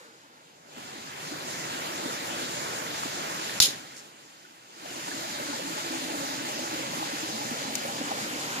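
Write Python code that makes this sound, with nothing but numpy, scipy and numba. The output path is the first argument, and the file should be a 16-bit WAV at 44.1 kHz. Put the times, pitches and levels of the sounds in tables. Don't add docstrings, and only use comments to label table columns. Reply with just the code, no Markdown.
import sys
import numpy as np
from scipy import signal
from scipy.fft import rfft, irfft, next_fast_len
from scipy.io import wavfile
from scipy.ndimage import uniform_filter1d, minimum_filter1d, map_coordinates
from numba import njit

SR = 44100
rng = np.random.default_rng(int(sys.argv[2]) if len(sys.argv) > 2 else 0)


def generate_wav(sig):
    pcm = np.round(np.clip(np.atleast_2d(sig).T, -1, 1) * 32767).astype(np.int16)
    wavfile.write(sys.argv[1], SR, pcm)


N = 379260
T = np.arange(N) / SR


def undb(db):
    return 10 ** (np.asarray(db) / 20)


def level(x, db):
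    return x * undb(db) / np.sqrt(np.mean(x ** 2))


def over_hz(table, hz):
    at, value = np.transpose(table)
    return np.interp(np.log(hz + 1), np.log(at), value)


def coloured(x, gain):
    n = x.shape[-1]
    return irfft(rfft(x) * gain(np.fft.rfftfreq(n, 1 / SR)), n)


def bell(f, centre_hz, width):
    return 1 / (1 + ((f / centre_hz - centre_hz / (f + 1)) / width) ** 2)


def walk(rate):
    k = int(SR / rate)
    steps = np.repeat(rng.standard_normal(N // 60), k)[:N]
    slewed = uniform_filter1d(uniform_filter1d(steps, k), k)
    return slewed / slewed.std()


def from_riffle(x):
    # t/s, delay of the left port/ms
    left_lag = [(0, 0.33), (.8, 0.48), (3.2, 0.5), (4.1, 0.48), (4.8, 0.46), (5.4, 0.46), (6.6, 0.45),
                (7.5, 0.43), (8.6, 0.31)]
    lag = np.interp(T, *np.transpose(left_lag)) * SR / 1000
    left = map_coordinates(x, [np.arange(N) - lag], order=3, mode="nearest")
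    return np.array([left, x])


@njit
def add(out, start, hz, cycles, size, glide):
    for g in range(len(start)):
        n = int(cycles[g] * SR / hz[g])
        phase = 0.
        for i in range(min(n, len(out) - start[g])):
            age = i / n
            phase += 2 * np.pi * hz[g] * (1 + glide * age) / SR
            attack = min(8. * age, 1.)
            out[start[g] + i] += size[g] * np.sin(phase) * attack * np.exp(-5.8 * age)


def rush(bass_db, middle_db, middle_hz=1510, flicker_db=1.43, waver_db=-0.2, flutter_db=0.23):
    # f/Hz, relative level per Hz/dB
    colour = [(30, -11), (80, -11), (150, -1.5), (210, -5.5), (430, -5.5), (850, -5), (1300, -4),
              (2200, -7), (5000, -7.5), (5800, -11), (7200, -5.5), (7700, -14), (10000, -18),
              (15000, -22.5)]
    # f/Hz, share of power (0-1)
    straight = [(40, 0.95), (150, 1), (300, 0.93), (500, 0.47), (850, 0.39), (1050, 0.68), (1200, 0.79),
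                (1600, 0.68), (2300, 0.48), (3000, 0.34), (8000, 0.02)]
    size = next_fast_len(N)
    hz = np.fft.rfftfreq(size, 1 / SR)
    share = np.clip(over_hz(straight, hz), 0, 1)
    weights = np.sqrt([share, 1 - share, 1 - share]) * undb(over_hz(colour, hz))
    spectra = rfft(rng.standard_normal((3, size))) * weights
    out, waver, flutter = 0, walk(13), walk(22)
    for step in np.arange(-11, 9):
        distance = 2 * np.log2((hz + 1) / 1000) - step
        mask = np.cos(np.pi / 2 * np.clip(distance, -1, 1)) ** 2
        bass_share = np.clip(-step / 4 + 0.98, 0, 1)
        middle_share = max(1 - abs(step / 2 - np.log2(middle_hz / 1000.)), 0)
        treble_share = np.clip(step / 6, 0, 1)
        flicker = walk(14 + 2 * max(step, 0))
        db = waver_db * waver + flicker_db * flicker + flutter_db * treble_share * flutter
        db = db + bass_share * bass_db + middle_share * middle_db
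        out = out + irfft(spectra * mask, size)[:, :N] * undb(db)
    return level(from_riffle(out[0]) + out[1:], 0)


def gain_dips(sink_s=0.33, settle_s=0.31, recovery_curve=2.1):
    # start t/s, length/s, depth/dB, recovery time/s, share left to settle (0-1)
    dips = [(-.4, 1.002, 16, 0.18, 0.16), (-.4, 1.53, 7, 0.048, 0.94), (3.646, 1.036, 18.5, 0.2, 0.6)]
    out = 0
    for s, length, depth_db, recovery_s, share in dips:
        sunk = 1 - np.exp(-np.clip(T - s, 0, length) / sink_s)
        since = np.maximum(T - s - length, 0)
        recovery = np.maximum(1 - (since / recovery_s) ** recovery_curve, 0)
        left = (1 - share) * recovery + share * np.exp(-since / settle_s)
        out = out - depth_db * sunk * left
    return out


def gurgle(hollows, count, pitch=np.ones(N), spread_db=3.5, ring_s=0.07, shorter=0.34, ring_spread=0.45,
           glide=0.05):
    when, which = rng.random((count, 2)).T
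    off, loud, long = rng.standard_normal((count, 3)).T
    hz, width, db = np.array(hollows)[(which * len(hollows)).astype(int)].T
    out = np.zeros(N)
    start = (when * N).astype(int)
    cycles = ring_s * np.exp(ring_spread * long) * hz * (hz / 300) ** -shorter
    bubble_hz = (hz + width / 2 * off) * pitch[start]
    size = undb(db + spread_db * np.clip(loud, -2, 1.5))
    add(out, start, bubble_hz, cycles, size, glide)
    return level(out, 0)


def plops(glide=0.059, mates_db=-11, mates_s=0.013, mates_spread=0.14):
    # t/s, peak level/dB, starting pitch f/Hz, ring/cycles
    singles = [(0.954, -38, 300, 11), (1.319, -31, 306, 20), (1.64, -29, 2550, 20), (1.691, -33, 640, 15),
               (1.747, -33.5, 260, 10), (1.79, -30.5, 596, 10), (2.057, -25, 277, 7.8),
               (2.429, -35, 285, 6.5), (2.686, -41, 463, 12), (2.865, -28, 1950, 12),
               (3.033, -21.5, 1160, 16), (3.055, -32, 270, 7.9), (3.191, -31, 600, 17),
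               (3.227, -34, 2230, 12), (3.494, -26, 1800, 13), (3.683, -32, 322, 9), (4.45, -43, 1450, 30),
               (4.825, -41, 284, 22), (4.855, -36, 610, 16), (4.965, -42, 289, 6.8),
               (5.073, -39.5, 305, 22), (5.08, -24, 890, 20), (5.114, -28.5, 1720, 44),
               (5.382, -32, 326, 8.4), (5.396, -28, 568, 19), (5.497, -30.5, 284, 15),
               (5.591, -29.5, 533, 23), (6.016, -33, 288, 8.7), (6.152, -33, 314, 9.8),
               (6.28, -41, 280, 10), (6.466, -32, 2040, 14), (6.563, -35, 570, 22), (6.932, -34, 570, 14),
               (6.98, -31, 260, 8.6), (7.026, -24, 840, 16), (7.312, -31, 482, 9.3), (7.513, -29, 244, 10),
               (7.533, -28.5, 566, 11), (7.724, -31, 269, 9.6), (7.844, -30, 549, 37),
               (7.934, -29.5, 292, 8.2), (7.962, -30, 657, 10), (8.01, -26.5, 254, 9.3),
               (8.011, -27, 530, 11), (8.11, -31.5, 240, 5.7), (8.115, -20, 790, 16), (8.19, -29, 790, 10),
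               (8.224, -32.5, 225, 14), (8.257, -32, 565, 6.6), (8.36, -32, 333, 6.5),
               (8.501, -32, 250, 6.3), (8.558, -35, 231, 7.1), (8.579, -36, 904, 13)]
    s, db, hz, cycles = np.transpose(singles)
    out = np.zeros(N)
    add(out, (s * SR).astype(int), hz, cycles, 2 * undb(db), glide)
    for late, off in rng.standard_normal((len(s), 3, 2)).transpose(1, 2, 0):
        start = ((s + mates_s * late) * SR).astype(int)
        add(out, start, hz * np.exp(mates_spread * off), cycles, 2 * undb(db + mates_db), glide)
    return out


def snaps(edge_db=-22, thump_s=0.0017, knock_s=0.00086, tear_rise_s=0.00031):
    # t/s, nominal peak level ahead of the limiter/dB, centre f/Hz,
    # width (share of centre), tearing time/s, thump above snap/dB, echo before its fades above snap/dB,
    # left minus right/dB, share of plain crack against the ring of the twig (0-1), knock f/Hz,
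    # knock above snap/dB
    breaks = [(3.6013, 13.5, 4770, 0.73, 0.0041, -20.5, -20.5, 0, 0.1, 1500, -17),
              (7.7537, -11.5, 6200, 0.81, 0.003, -31, -27, 4.5, 0.9, 2450, -12)]
    # f/Hz, width/Hz, relative level/dB
    resonances = [(2880, 200, 0), (3620, 250, -1), (4200, 230, -11), (4770, 330, -6), (5530, 270, 0.5),
                  (6770, 470, 2)]
    # f/Hz, relative level per Hz/dB
    echo_colour = [(600, -41), (2000, -15), (2800, -3), (3400, 1.5), (4000, 6.5), (4500, 0.5), (5200, 4.5),
                   (5900, -3.5), (6700, 4.5), (7800, -11.5), (9300, -2.5), (12000, -7.5), (15000, -14)]
    echo_t60_s, echo_rise_s = 0.22, 0.018
    treble_hz, treble_t60_s = 7500, 0.2
    ragged_db, crackle_db = .7, 1.6
    out = np.zeros((2, N))
    t = T[:SR // 2]

    def twig(f):
        return sum(undb(db) / (1 + (2 * (f - hz) / width) ** 2) for hz, width, db in resonances)

    for s, db, hz, width, tear_s, thump_db, echo_db, pan_db, plain, knock_hz, knock_db in breaks:
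        tear, wash = rng.standard_normal((2, 2, len(t)))
        tear = coloured(tear, lambda f: ((1 - plain) * twig(f) + plain) * bell(f, hz, width) + undb(edge_db))
        tear = level(tear, db - 6.5)
        tear = tear * np.minimum(t / tear_rise_s, 1) * np.exp(-t / tear_s)
        knock = undb(db + knock_db) * np.sin(2 * np.pi * knock_hz * t) * np.exp(-t / knock_s)
        thump = undb(db + thump_db) * np.exp(1 - t / thump_s) * t / thump_s
        wash = level(coloured(wash, lambda f: undb(over_hz(echo_colour, f))), db + echo_db)
        treble = coloured(wash, lambda f: f > treble_hz)
        wash = (wash - treble) * undb(-60 * t / echo_t60_s) + treble * undb(-60 * t / treble_t60_s)
        wash = wash * (1 - np.exp(-(t / echo_rise_s) ** 3))
        wash = wash * undb(ragged_db * walk(133)[:len(t)] + crackle_db * walk(900)[:len(t)])
        i = int(s * SR)
        out[:, i:i + len(t)] += (tear + knock + thump + wash) * undb([[pan_db / 2], [-pan_db / 2]])
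    return out


def rustle_and_smear(width=0.73, grain_s=.0015):
    # t/s, level at the height of the swell/dB, centre f/Hz, length/s
    swells = [(3.96, -42.5, 5540, 0.046), (7.742, -38, 7000, 0.0084)]
    out = 0
    for s, db, hz, length in swells:
        peaks = rng.standard_normal(N) ** 8
        grains = np.abs(uniform_filter1d(peaks, int(grain_s * SR))) ** .5
        noise = coloured(rng.standard_normal((2, N)) * grains, lambda f: bell(f, hz, width))
        swell = np.exp(-((T - s - length / 2) / (length / 2)) ** 2)
        out = out + level(noise, db) * swell
    return out


def spatter(count, hz=4600.0, cycles=9.1, glide=0., spread_db=3.):
    out = np.zeros((2, N))
    for port in out:
        when, pitch = rng.random((count, 2)).T
        size = undb(spread_db * rng.standard_normal(count))
        drop_hz = hz * 2 ** (3 * pitch - 1.5)
        add(port, (when * N).astype(int), drop_hz, np.full(count, cycles), size, glide)
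    return level(out, 0)


def scene():
    # t/s, level change of rush and spatter/dB, bass lift before levelling/dB,
    # middle lift (rush before levelling, and fizz)/dB, gurgle level/dB, gurgle pitch (share of the hollows')
    balance = [(0, -2.5, -0.5, 5.5, -42, 0.99), (.66, -0.5, 7, -4, -43.5, 1.04),
               (.85, -1.1, 3, -2, -44, 0.85), (1.5, -0.5, 3.5, -1.5, -43.5, 1.095),
               (2.198, -0.46, 2.5, -0.5, -42.5, 1.005), (3.3, -0.5, 2.5, -1, -46, 1.07),
               (3.75, -1, 2.5, -3, -45.5, 1.01), (4.1, -2.4, 2.5, -1.5, -49, 1.01),
               (4.6, -1, 1, -1, -42.5, 1.05), (4.9, 0.6, 0.7, -1.5, -44.5, 1.05),
               (5.6, 0, 0, 0, -39.5, 1.02), (6.801, -0.2, 1.6, -1.8, -40, 0.98),
               (7.5, 0.16, 1.5, -2.7, -40.5, 0.95), (8.6, -1.1, 2.5, 1, -42, 0.93)]
    # f/Hz, spread/Hz, relative level/dB
    hollow_tones = [(272.2, 45, -5), (320.4, 26.5, -6.5), (460.5, 73, -17), (576.6, 49, -7.5),
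                    (693, 82, -21.5), (846, 50, -3.5)]
    s, *columns = np.transpose(balance)
    change_db, bass_db, middle_db, gurgle_db, pitch = (np.interp(T, s, column) for column in columns)
    dip = undb(gain_dips())
    water = undb(-33.5) * rush(bass_db, middle_db)
    water = water + undb(-60.5) * spatter(count=6000)
    trickle = spatter(count=3000, hz=3578.0, cycles=35.0, glide=0.18)
    water = (water + undb(-46) * trickle) * dip * undb(change_db)
    gurgling = undb(gurgle_db) * gurgle(hollow_tones, count=2200, pitch=pitch)
    early = undb(-43.5) * gurgle([(475, 84, 0)], count=600) * np.exp(-(T / 0.71) ** 4)
    fizz = undb(-49 + middle_db) * gurgle([(1851, 800, 0)], count=6000, ring_s=0.047)
    bubbles = dip * (gurgling + early + fizz) + plops()
    return water + from_riffle(bubbles) + snaps() + rustle_and_smear()


def record(dry):
    # f/Hz, left minus right/dB
    port_colour = [(300, 0), (1000, 0), (5000, -.5), (6100, 1), (8500, -3), (13000, -2)]
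    bass_cut_hz, top_hz = 132, 15050
    limit_db, ceiling, sense_s = -4.5, .9, .001
    look_ahead_s, release_db_per_s = .004, 900
    x = coloured(dry, lambda f: undb(np.outer([.5, -.5], over_hz(port_colour, f))))
    x = signal.sosfilt(signal.butter(2, bass_cut_hz, "high", fs=SR, output="sos"), x)
    power = uniform_filter1d((x ** 2).max(axis=0), int(sense_s * SR))
    over_db = np.maximum(10 * np.log10(np.abs(power) + 1e-12) - limit_db, 0)
    ahead = int(look_ahead_s * SR)
    early_db = -minimum_filter1d(-over_db, 2 * ahead, origin=-ahead // 2)
    release_db = release_db_per_s * T
    cut_db = np.maximum.accumulate(early_db + release_db) - release_db
    x = x * undb(-uniform_filter1d(cut_db, ahead // 2))
    x = ceiling * np.tanh(x / ceiling)
    return signal.sosfilt(signal.ellip(10, .2, 80, top_hz, fs=SR, output="sos"), x)


dry = scene()
out = record(dry)
generate_wav(out)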